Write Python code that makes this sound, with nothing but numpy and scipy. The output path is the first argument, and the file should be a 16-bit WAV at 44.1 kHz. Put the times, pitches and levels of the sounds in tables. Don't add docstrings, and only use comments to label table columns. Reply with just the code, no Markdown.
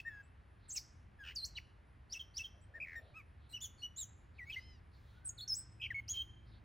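import sys
import numpy as np
from scipy import signal
from scipy.fft import rfft, irfft
from scipy.io import wavfile
from scipy.ndimage import uniform_filter1d

SR = 44100
rng = np.random.default_rng(int(sys.argv[2]) if len(sys.argv) > 2 else 0)


def pcm_store(signal):
    levels = np.round(np.clip(np.atleast_2d(signal), -1, 1) * 32767)
    wavfile.write(sys.argv[1], SR, levels.astype(np.int16).T)


N = 292824

# frequency in Hz, relative density in dB.
RUMBLE_SPECTRUM = [(20, -22.5), (32, -14), (45, -2.5), (72, 3), (115, -5), (160, -13), (250, -18.5),
                   (400, -25.5), (700, -65)]
HISS_SPECTRUM = [(150, -5), (400, -1), (1000, -1.5), (1800, -3), (3000, -13), (5000, -23.5), (7000, -32.5),
                 (10000, -24.5), (12000, -43), (15500, -44)]
RUSTLE_SPECTRUM = [(1500, -11), (4000, 3.5), (7500, -8), (9000, -9), (11000, -8), (15500, -9)]
# time in seconds, relative level in dB.
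TRAFFIC_LEVEL = [(0.15, -61), (0.2, -62), (1.59, -60), (1.75, -62), (4.37, -60), (4.82, -58.5),
                 (5.02, -60.5), (6.5, -58.5), (6.55, -57.5)]
# time in seconds, pitch in Hz, level in dB.
ENGINE_DRONE = [(0, 104, -79.5), (4.6, 104, -80), (5.299, 107, -65), (5.901, 110, -62.5),
                (6.64, 110, -63.5)]
ENGINE_HARMONICS = [1, -18, -17]

# frequency in Hz, gain in dB.
DIRECT_GAIN = [(8500, -2), (10000, -6.5), (15000, -11.5)]
SCATTER_GAIN = [(1500, -28), (3000, -8.5), (5000, -4.5), (8000, -6.5), (10000, -1.5), (11500, -1.5),
                (15000, -6)]
TAIL_GAIN = [(500, -7.5), (2000, -27), (3200, -16.5), (5000, -14.5), (8000, -19.5), (15000, -3.5)]
# frequency in Hz, reverberation time in seconds.
TAIL_T60 = [(500, 0.23), (3000, 0.56), (5000, 0.47), (8000, 0.47), (15000, 0.091)]
# frequency in Hz, left minus right in dB.
ECHO_BALANCE = [(1000, 0), (1300, -3), (1750, 3), (2200, 0), (2700, .5), (3150, -1.2), (4000, 0)]
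# frequency in Hz, coherence from 0 to 1.
PORT_COHERENCE = [(60, 0.97), (130, 0.94), (280, .62), (600, 0.2), (1300, 0.083), (2500, 1), (5000, 1),
                  (15000, 0.63)]
# frequency in Hz, lead of the left in radians.
PORT_LEAD = [(20, 0), (2100, 0), (3150, .55), (4100, .1), (7000, -.1), (9000, -3.1), (11200, -6.3),
             (13150, -9.4), (15200, -12.6)]
# frequency in Hz, gain in dB.
TREBLE_COLOUR = [(1500, -4.5), (3600, 0.5), (5300, 1), (8000, -2.5), (9500, -5.5), (11300, -9.5),
                 (12800, 3.5), (14500, -4), (15800, -2.5)]

# middle in seconds, length in seconds, pitch in Hz, level in dB.
FAR_CHIRPS = [(0.662, .19, 3980, -79), (3.076, 0.27, 3670, -78), (3.453, 0.18, 3590, -79.5),
              (4.369, 0.09, 3950, -80), (4.549, 0.32, 4240, -74.5), (4.957, 0.13, 4240, -80),
              (5.127, 0.32, 3510, -78), (6.488, 0.11, 4400, -78), (6.55, .12, 3800, -72.5)]
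# middle in seconds, length in seconds, level in dB.
FAR_HOOTS = [(2.572, .12, -72.5), (2.778, 0.3, -70), (3.037, .27, -67.5)]
# time in seconds, pitch in Hz, level in dB.
FAR_WHISTLE_PATH = [(5.1, 1340, -81), (5.17, 1452, -72), (5.25, 1540, -74), (5.31, 1400, -78),
                    (5.391, 1430, -78), (5.5, 1530, -77.5), (5.62, 1550, -79), (5.759, 1564, -97)]
# frequency in Hz, gain in dB.
MEW_FORMANTS = [(1000, -32), (2000, 0.5), (3050, 2.5), (4050, -7), (5000, 2.5), (6100, -9.5), (7200, -19),
                (12000, -32)]
# pitch in Hz, level in dB added to the overtone setting.
OCTAVE_BOOST = [(1650, 5.5), (2100, -8.5), (2600, -0.5), (2940, 10.5), (3150, -1.5), (4200, 11), (5500, 4),
                (8000, 3)]
# start and length in seconds, first, middle and last pitch in Hz,
# level in dB, attack and release in seconds, overtones in dB, rasp from 0 to 1.
WHISTLES_AND_ECHO = [(0.0, 0.01, 2600, 2585, 2550, -36, 0.0009, .016, -26, 0.86),
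                     (0.012, 0.31, 2660, 2650, 2637, -69, .002, 0.46, -31, .27),
                     (.049, .051, 1710, 1853, 1750, -40.5, 0.026, .02, -35, .1),
                     (.093, .13, 1774, 1657, 1613, -53.5, 0.0018, 0.018, -33.5, 0.38),
                     (.228, 0.049, 7100, 7870, 8210, -78, 0.011, .01, -30.5, 0.12),
                     (0.752, 0.036, 2900, 2480, 2198, -54, 0.0024, 0.0039, -1.5, 1),
                     (.755, 0.031, 8270, 5950, 4555, -38.5, 0.014, 0.0092, -25, 1),
                     (1.187, 0.061, 1737, 1646, 1520, -52, 0.03, 0.011, -29, 0.17),
                     (1.55, .025, 3800, 4070, 4930, -53.5, .009, 0.0025, -28, .44),
                     (1.561, 0.029, 3170, 2900, 1620, -43, .018, 0.0048, -29, .7),
                     (2.61, 0.043, 7300, 8000, 8440, -71, .016, 0.017, -33, 0.14),
                     (2.738, 0.055, 1670, 1848, 1570, -45.5, 0.026, 0.04, -36.5, 0.35),
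                     (2.957, 0.048, 1877, 1832, 1803, -43.5, .002, 0.037, -26.5, 0.19),
                     (3.491, 0.044, 4170, 4120, 3960, -62, 0.047, .003, -3, 0.74),
                     (3.529, 0.053, 2810, 2957, 2500, -42.5, 0.018, 0.017, -26.5, 0.14),
                     (3.775, 0.061, 4480, 4354, 4140, -64.5, 0.037, .003, -12, 0.89),
                     (3.819, 0.053, 2775, 2951, 2820, -41, .02, 0.024, -25.5, 0.08),
                     (3.974, .062, 4080, 3850, 3290, -54.5, 0.014, .04, -21, .7),
                     (4.382, .069, 2785, 1957, 1923, -49, 0.014, 0.014, -33.5, 0.27),
                     (4.454, 0.051, 2120, 2230, 2380, -51, 0.059, .001, -22, .25),
                     (4.497, 0.024, 2320, 2614, 2200, -42.5, 0.0021, 0.006, -28, 0.38),
                     (4.519, 0.034, 3360, 3063, 2520, -43.5, .014, 0.0056, -25, .54),
                     (4.557, 0.042, 1857, 2098, 1930, -41, 0.014, 0.023, -33, 0.18),
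                     (5.476, .011, 5020, 5820, 6740, -40.5, .006, .001, -24, .55),
                     (5.566, .042, 7750, 8005, 7940, -41, 0.018, 0.0089, -29, 0.096),
                     (5.797, 0.027, 2640, 2514, 2480, -49.5, 0.012, 0.0046, -27.5, .15),
                     (5.903, .028, 2116, 1812, 1550, -39.5, 0.0017, 0.024, -37, .11),
                     (5.943, .063, 2183, 2196, 2120, -39.5, 0.0027, 0.011, -35, 0.05),
                     (6.131, 0.045, 3230, 3130, 3167, -44.5, .014, 0.0012, -19.5, 0.7),
                     (6.169, .061, 3174, 3138, 3154, -37.5, .007, 0.0085, -28.5, 0.19)]
# as for a whistle, then pitch swing in Hz, swings per second, pulsing from 0 to 1.
TRILL_NOTES = [(1.242, 0.09, 1600, 1630, 2500, -59, .002, 0.002, -20.5, 0.89, 250, 84, 0.43),
               (1.232, 0.0955, 3000, 2750, 2820, -46.5, 0.072, 0.045, -29.5, .73, 300, 84, .36),
               (2.8, 0.0544, 2380, 2520, 2210, -40.5, 0.0053, 0.012, -38.5, 0.082, 120, 59, .026),
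               (2.853, .11, 2110, 2020, 1870, -53, .02, .002, -32, .55, 260, 84.6, .64),
               (5.812, .063, 2900, 2820, 2350, -39.5, .014, 0.012, -39.5, 0.15, 366, 92.8, 0.21)]
PHRASE_NOTES = [(-.026, .03, 4250, 4735, 5070, -53, 0.036, .001, -14, 0.69),
                (0, 0.0307, 5010, 5810, 6400, -41.5, 0.0056, 0.021, -22.5, 0.87),
                (.011, 0.052, 3965, 2620, 2870, -44.5, 0.03, .012, -20, 0.51),
                (.07, .035, 3477, 3120, 3420, -45, 0.0096, 0.016, -22.5, .38)]
# time in seconds, gain in dB.
PHRASE_TIMES = [(2.121, -1), (2.366, 1)]
# start and length in seconds, pitch before, after the dive and after the
# climb in Hz, dive, hold and climb in seconds, level, mid-hold change and overtones in dB, rasp 0 to 1.
SWOOP_NOTES = [(0.682, 0.086, 8500, 6260, 7870, 0.031, 0.00085, 0.02, -42, -3, -24, 0.67),
               (1.349, 0.12, 7600, 4676, 7750, .018, .075, .023, -40.5, -12, -18.5, 0.3),
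               (5.246, 0.044, 9400, 8230, 8340, 0.014, 0.015, 0.0091, -40.5, -3, -33, 0.46),
               (5.287, 0.014, 8450, 6635, 8500, .008, 0.0013, 0.0051, -36.5, -1.5, -23.5, 0.17),
               (5.375, .07, 4450, 3485, 4317, .021, 0.0064, 0.015, -46.5, -5, -14.5, .17),
               (5.484, 0.11, 6450, 5507, 7790, 0.0045, .049, .024, -41.5, 2, -18, .25)]
# start and length in seconds, first, top and last pitch in Hz,
# place of the top from 0 to 1, level, octave and overtones in dB, rasp from 0 to 1.
SQUEAK_NOTES = [(3.139, 0.08, 1166, 1301, 1050, 0.39, -60, 11.6, -20, 0.09),
                (3.604, 0.064, 2560, 3556, 2853, 0.3, -47, 4.3, -5, 0.51),
                (3.961, 0.085, 3276, 3763, 2964, 0.39, -56, 16.3, 1, 0.31),
                (6.079, .06, 2253, 3370, 3150, .47, -49.5, 12.6, -2, .46)]


def amp(db):
    return 10 ** (np.asarray(db) / 20)


def unit(x):
    return x / np.sqrt(np.mean(x ** 2) + 1e-20)


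def at_hz(points, hz):
    f, value = np.transpose(points)
    return np.interp(np.log(hz + 1), np.log(f + 1), value)


def add(mix, s, sound):
    part = mix[max(round(s * SR), 0):][:len(sound)]
    part += sound[:len(part)]


def wander(size, hz):
    f = np.fft.rfftfreq(size + SR, 1 / SR)
    return unit(irfft(rfft(rng.standard_normal(size + SR)) * np.exp(-(f / hz) ** 2)))[:size]


def narrowband(hz, width_hz):
    phase = 2 * np.pi * np.cumsum(hz) / SR
    return wander(len(hz), width_hz) * np.cos(phase) + wander(len(hz), width_hz) * np.sin(phase)


def envelope(length, attack_s, release_s, ends_db=-16):
    t = np.arange(int(length * SR)) / SR
    attack = np.maximum(1 - t / attack_s, 0) ** 2
    release = np.maximum(1 - (length - t) / release_s, 0) ** 2
    return ends_db * (attack + release)


def ease(u):
    return np.sin(np.pi / 2 * np.clip(u, 0, 1)) ** 2


def slur(length, start_hz, middle_hz, end_hz, bend_power=2.3):
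    u = np.linspace(-1, 1, int(length * SR))
    drift = np.median([middle_hz - start_hz, 0, end_hz - middle_hz])
    bend = np.where(u < 0, start_hz + drift, end_hz - drift) - middle_hz
    return middle_hz + drift * u + bend * abs(u) ** bend_power


def diffuse(spectrum):
    hz = np.fft.rfftfreq(N, 1 / SR)
    common, apart = rfft(rng.standard_normal((2, N))) * amp(at_hz(spectrum, hz))
    coherence = np.clip(at_hz(PORT_COHERENCE, hz), -1, 1)
    mid, side = common * np.sqrt(1 + coherence), apart * np.sqrt(1 - coherence)
    return unit(irfft([mid + side, mid - side], N))


def background(engine_waver=0.01, traffic_gain_db=0.5, hiss_db=-71.5):
    t = np.arange(N) / SR
    rumble = diffuse(RUMBLE_SPECTRUM) * amp(traffic_gain_db + np.interp(t, *np.transpose(TRAFFIC_LEVEL)))
    s, hz, db = np.transpose(ENGINE_DRONE)
    pitch = np.interp(t, s, hz) * (1 + engine_waver * wander(N, 8))
    phase = 2 * np.pi * np.cumsum(pitch) / SR
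    engine = unit(sum(amp(level) * np.sin(k * phase) for k, level in enumerate(ENGINE_HARMONICS, 1)))
    return rumble + engine * amp(np.interp(t, s, db)) + diffuse(HISS_SPECTRUM) * amp(hiss_db)


def insect(hz=10300, width_hz=450, db=-96.5, depth=.75, strokes_per_s=4.35, peak_s=.065):
    strokes = 1 + depth * np.cos(2 * np.pi * strokes_per_s * (np.arange(N) / SR - peak_s))
    return amp(db) * unit(narrowband(np.full(N, hz), width_hz) * strokes)


def rustle(start_s=4.92, length=0.34, db=-82.5, attack_s=0.046, release_s=0.12):
    level = np.zeros(N)
    add(level, start_s, amp(db + envelope(length, attack_s, release_s)))
    return level * diffuse(RUSTLE_SPECTRUM)


def yard(x, tail_delay_s=.008, scatter_decay_s=.014):
    t = np.arange(SR) / SR
    hz, frame_s, bands = signal.stft(rng.standard_normal(SR) * (t > tail_delay_s), SR, nperseg=256)
    t60 = at_hz(TAIL_T60, hz)[:, None]
    decay = np.exp(-np.log(1000) * frame_s / t60)
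    equal_energy = np.sqrt(2 * np.log(1000) / (t60 * SR))
    bands *= amp(at_hz(TAIL_GAIN, hz)[:, None]) * decay * equal_energy
    tail = signal.istft(bands, SR, nperseg=256)[1][:SR]
    leaves = rng.standard_normal(SR) * np.exp(-t / scatter_decay_s)
    hz = np.fft.rfftfreq(N + SR, 1 / SR)
    scattered = rfft(leaves / np.linalg.norm(leaves), N + SR) * amp(at_hz(SCATTER_GAIN, hz))
    response = amp(at_hz(DIRECT_GAIN, hz)) + scattered + rfft(tail, N + SR)
    return irfft(rfft(x, N + SR) * response, N + SR)[:N]


def far_call(length, hz, width_hz, db):
    size = int(length * SR)
    return amp(db) * narrowband(np.full(size, hz), width_hz) * np.hanning(size)


def far_birds(chirp_width_hz=870, hoot_hz=609, hoot_width_hz=180, whistle_width_hz=35):
    out = np.zeros(N)
    for s, length, hz, db in FAR_CHIRPS:
        add(out, s - length / 2, far_call(length, hz, chirp_width_hz, db))
    for s, length, db in FAR_HOOTS:
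        add(out, s - length / 2, far_call(length, hoot_hz, hoot_width_hz, db))
    s, pitch, level = np.transpose(FAR_WHISTLE_PATH)
    t = np.arange(s[0], s[-1], 1 / SR)
    whistle = narrowband(np.interp(t, s, pitch), whistle_width_hz) * amp(np.interp(t, s, level))
    add(out, s[0], whistle * signal.windows.tukey(len(t), .1))
    return out


def mew(start_s=4.55, length=.245, db=-66.5, jitter=0.0055):
    pitch = slur(length, start_hz=880, middle_hz=1030, end_hz=870)
    hz = pitch * (1 + jitter * wander(len(pitch), 200))
    phase = 2 * np.pi * np.cumsum(hz) / SR
    voice = sum(amp(at_hz(MEW_FORMANTS, k * hz)) * np.sin(k * phase) for k in range(1, 15))
    out = np.zeros(N)
    add(out, start_s, unit(voice) * amp(db + envelope(length, attack_s=.025, release_s=.1)))
    return out


def syrinx(hz, level_db, octave_db, upper_db, rasp, jitter=0.0054, flutter_db=1.5, edge_s=0.0024,
           upper_trim_db=-2.0, shake_rad=0.31, shake_hz=700, air_db=-14, air_width_hz=3800):
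    size = len(hz)
    t = np.arange(size) / SR
    hz = hz * (1 + jitter * wander(size, 200))
    shake = shake_rad * rasp * wander(size, shake_hz)
    phase = 2 * np.pi * np.cumsum(hz) / SR + shake
    overtones = amp(octave_db) * np.sin(2 * phase) * (2 * hz < SR / 2)
    for k in range(3, 12):
        overtones += amp(upper_db + upper_trim_db) * np.sin(k * phase) * (k * hz < SR / 2)
    air_gain = amp(air_db) * rasp ** 2 * np.hypot(1, amp(octave_db))
    air = air_gain * wander(size, air_width_hz) * np.sin(phase)
    colour = amp(at_hz(TREBLE_COLOUR, np.fft.rfftfreq(size, 1 / SR)))
    tone = np.sin(phase) + irfft(rfft(overtones + air) * colour, size)
    edges = np.sin(np.pi / 2 * np.clip(np.minimum(t, t[::-1]) / edge_s, 0, 1))
    return np.sqrt(2) * tone * amp(level_db + flutter_db * wander(size, 160)) * edges


def fizz(chirps, db=-33, corner_hz=9000, follow_s=0.0018):
    treble = signal.sosfilt(signal.butter(2, 3500, "high", fs=SR, output="sos"), chirps)
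    level = np.sqrt(np.abs(uniform_filter1d(treble ** 2, int(follow_s * SR))))
    hz = np.fft.rfftfreq(N, 1 / SR)
    colour = amp(at_hz(TREBLE_COLOUR, hz)) * hz ** 2 / (hz ** 2 + corner_hz ** 2)
    noise = irfft(rfft(rng.standard_normal(N)) * colour, N)
    return amp(db) * level * unit(noise)


def squeak(length, start_hz, top_hz, end_hz, top_at, db, octave_db, upper_db, rasp, bend_power=1.8):
    u = np.interp(np.linspace(0, 1, int(length * SR)), [0, top_at, 1], [-1, 0, 1])
    hz = top_hz + (np.where(u < 0, start_hz, end_hz) - top_hz) * abs(u) ** bend_power
    level_db = db + envelope(length, attack_s=0.034, release_s=0.036)
    return syrinx(hz, level_db, octave_db, upper_db, rasp)


def swoop(length, from_hz, low_hz, to_hz, dive_s, hold_s, climb_s, db, slack_db, upper_db, rasp,
          sag_hz_per_s=7500, lowest_at=.68, db_per_octave=-10.5, warble_hz=450, warbles_per_s=130):
    t = np.arange(int(length * SR)) / SR
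    held = np.clip((t - dive_s) / hold_s, 0, 1)
    sag = sag_hz_per_s * hold_s * np.sin(np.pi / 2 * held / lowest_at)
    hz = from_hz + (low_hz - from_hz) * ease(t / dive_s) - sag
    hz += (to_hz - hz) * ease((t - dive_s - hold_s) / climb_s)
    slack = abs(np.sin(np.pi * held ** 1.5)) ** .6
    level_db = db + envelope(length, dive_s, release_s=0.009) + slack_db * slack
    level_db += db_per_octave * np.log2(hz / low_hz)
    warble = warble_hz * rasp ** 2 * np.sin(2 * np.pi * warbles_per_s * t)
    return syrinx(hz + warble, level_db, upper_db + at_hz(OCTAVE_BOOST, low_hz), upper_db, rasp)


def note(length, start_hz, middle_hz, end_hz, db, attack_s, release_s, upper_db, rasp,
         swing_hz=0, swings_per_s=0, pulsing=0):
    hz = slur(length, start_hz, middle_hz, end_hz)
    swing = 2 * np.pi * swings_per_s * np.arange(len(hz)) / SR
    gate = (1 - np.clip(pulsing, 0, 1) * (1 + np.sin(swing)) / 2) ** 2
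    level_db = db + envelope(length, attack_s, release_s)
    octave_db = upper_db + at_hz(OCTAVE_BOOST, middle_hz)
    return syrinx(hz - swing_hz * np.cos(swing), level_db, octave_db, upper_db, rasp) * gate / gate.mean()


def song():
    out = np.zeros(N)
    voices = (note, WHISTLES_AND_ECHO), (note, TRILL_NOTES), (swoop, SWOOP_NOTES), (squeak, SQUEAK_NOTES)
    for voice, rows in voices:
        for s, *shape in rows:
            add(out, s, voice(*shape))
    for s, db in PHRASE_TIMES:
        for delay, *shape in PHRASE_NOTES:
            add(out, s + delay, amp(db) * note(*shape))
    return out


def scene(song_gain_db=-0.51, far_gain_db=1.0):
    near = amp(song_gain_db) * song()
    birds = near + fizz(near) + mew() + amp(far_gain_db) * far_birds()
    balance_db = at_hz(ECHO_BALANCE, np.fft.rfftfreq(N, 1 / SR))
    stereo_birds = irfft(rfft(yard(birds)) * amp([balance_db / 2, -balance_db / 2]), N)
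    return stereo_birds + insect() + rustle() + background()


def record(dry, cutoff_hz=15850):
    lead = at_hz(PORT_LEAD, np.fft.rfftfreq(N, 1 / SR))
    ports = irfft(rfft(dry) * np.exp(.5j * np.array([lead, -lead])), N)
    lowpass = signal.firwin(511, cutoff_hz, window=("kaiser", 9), fs=SR)
    return signal.oaconvolve(ports, lowpass[None], "same")


dry = scene()
out = record(dry)
pcm_store(out)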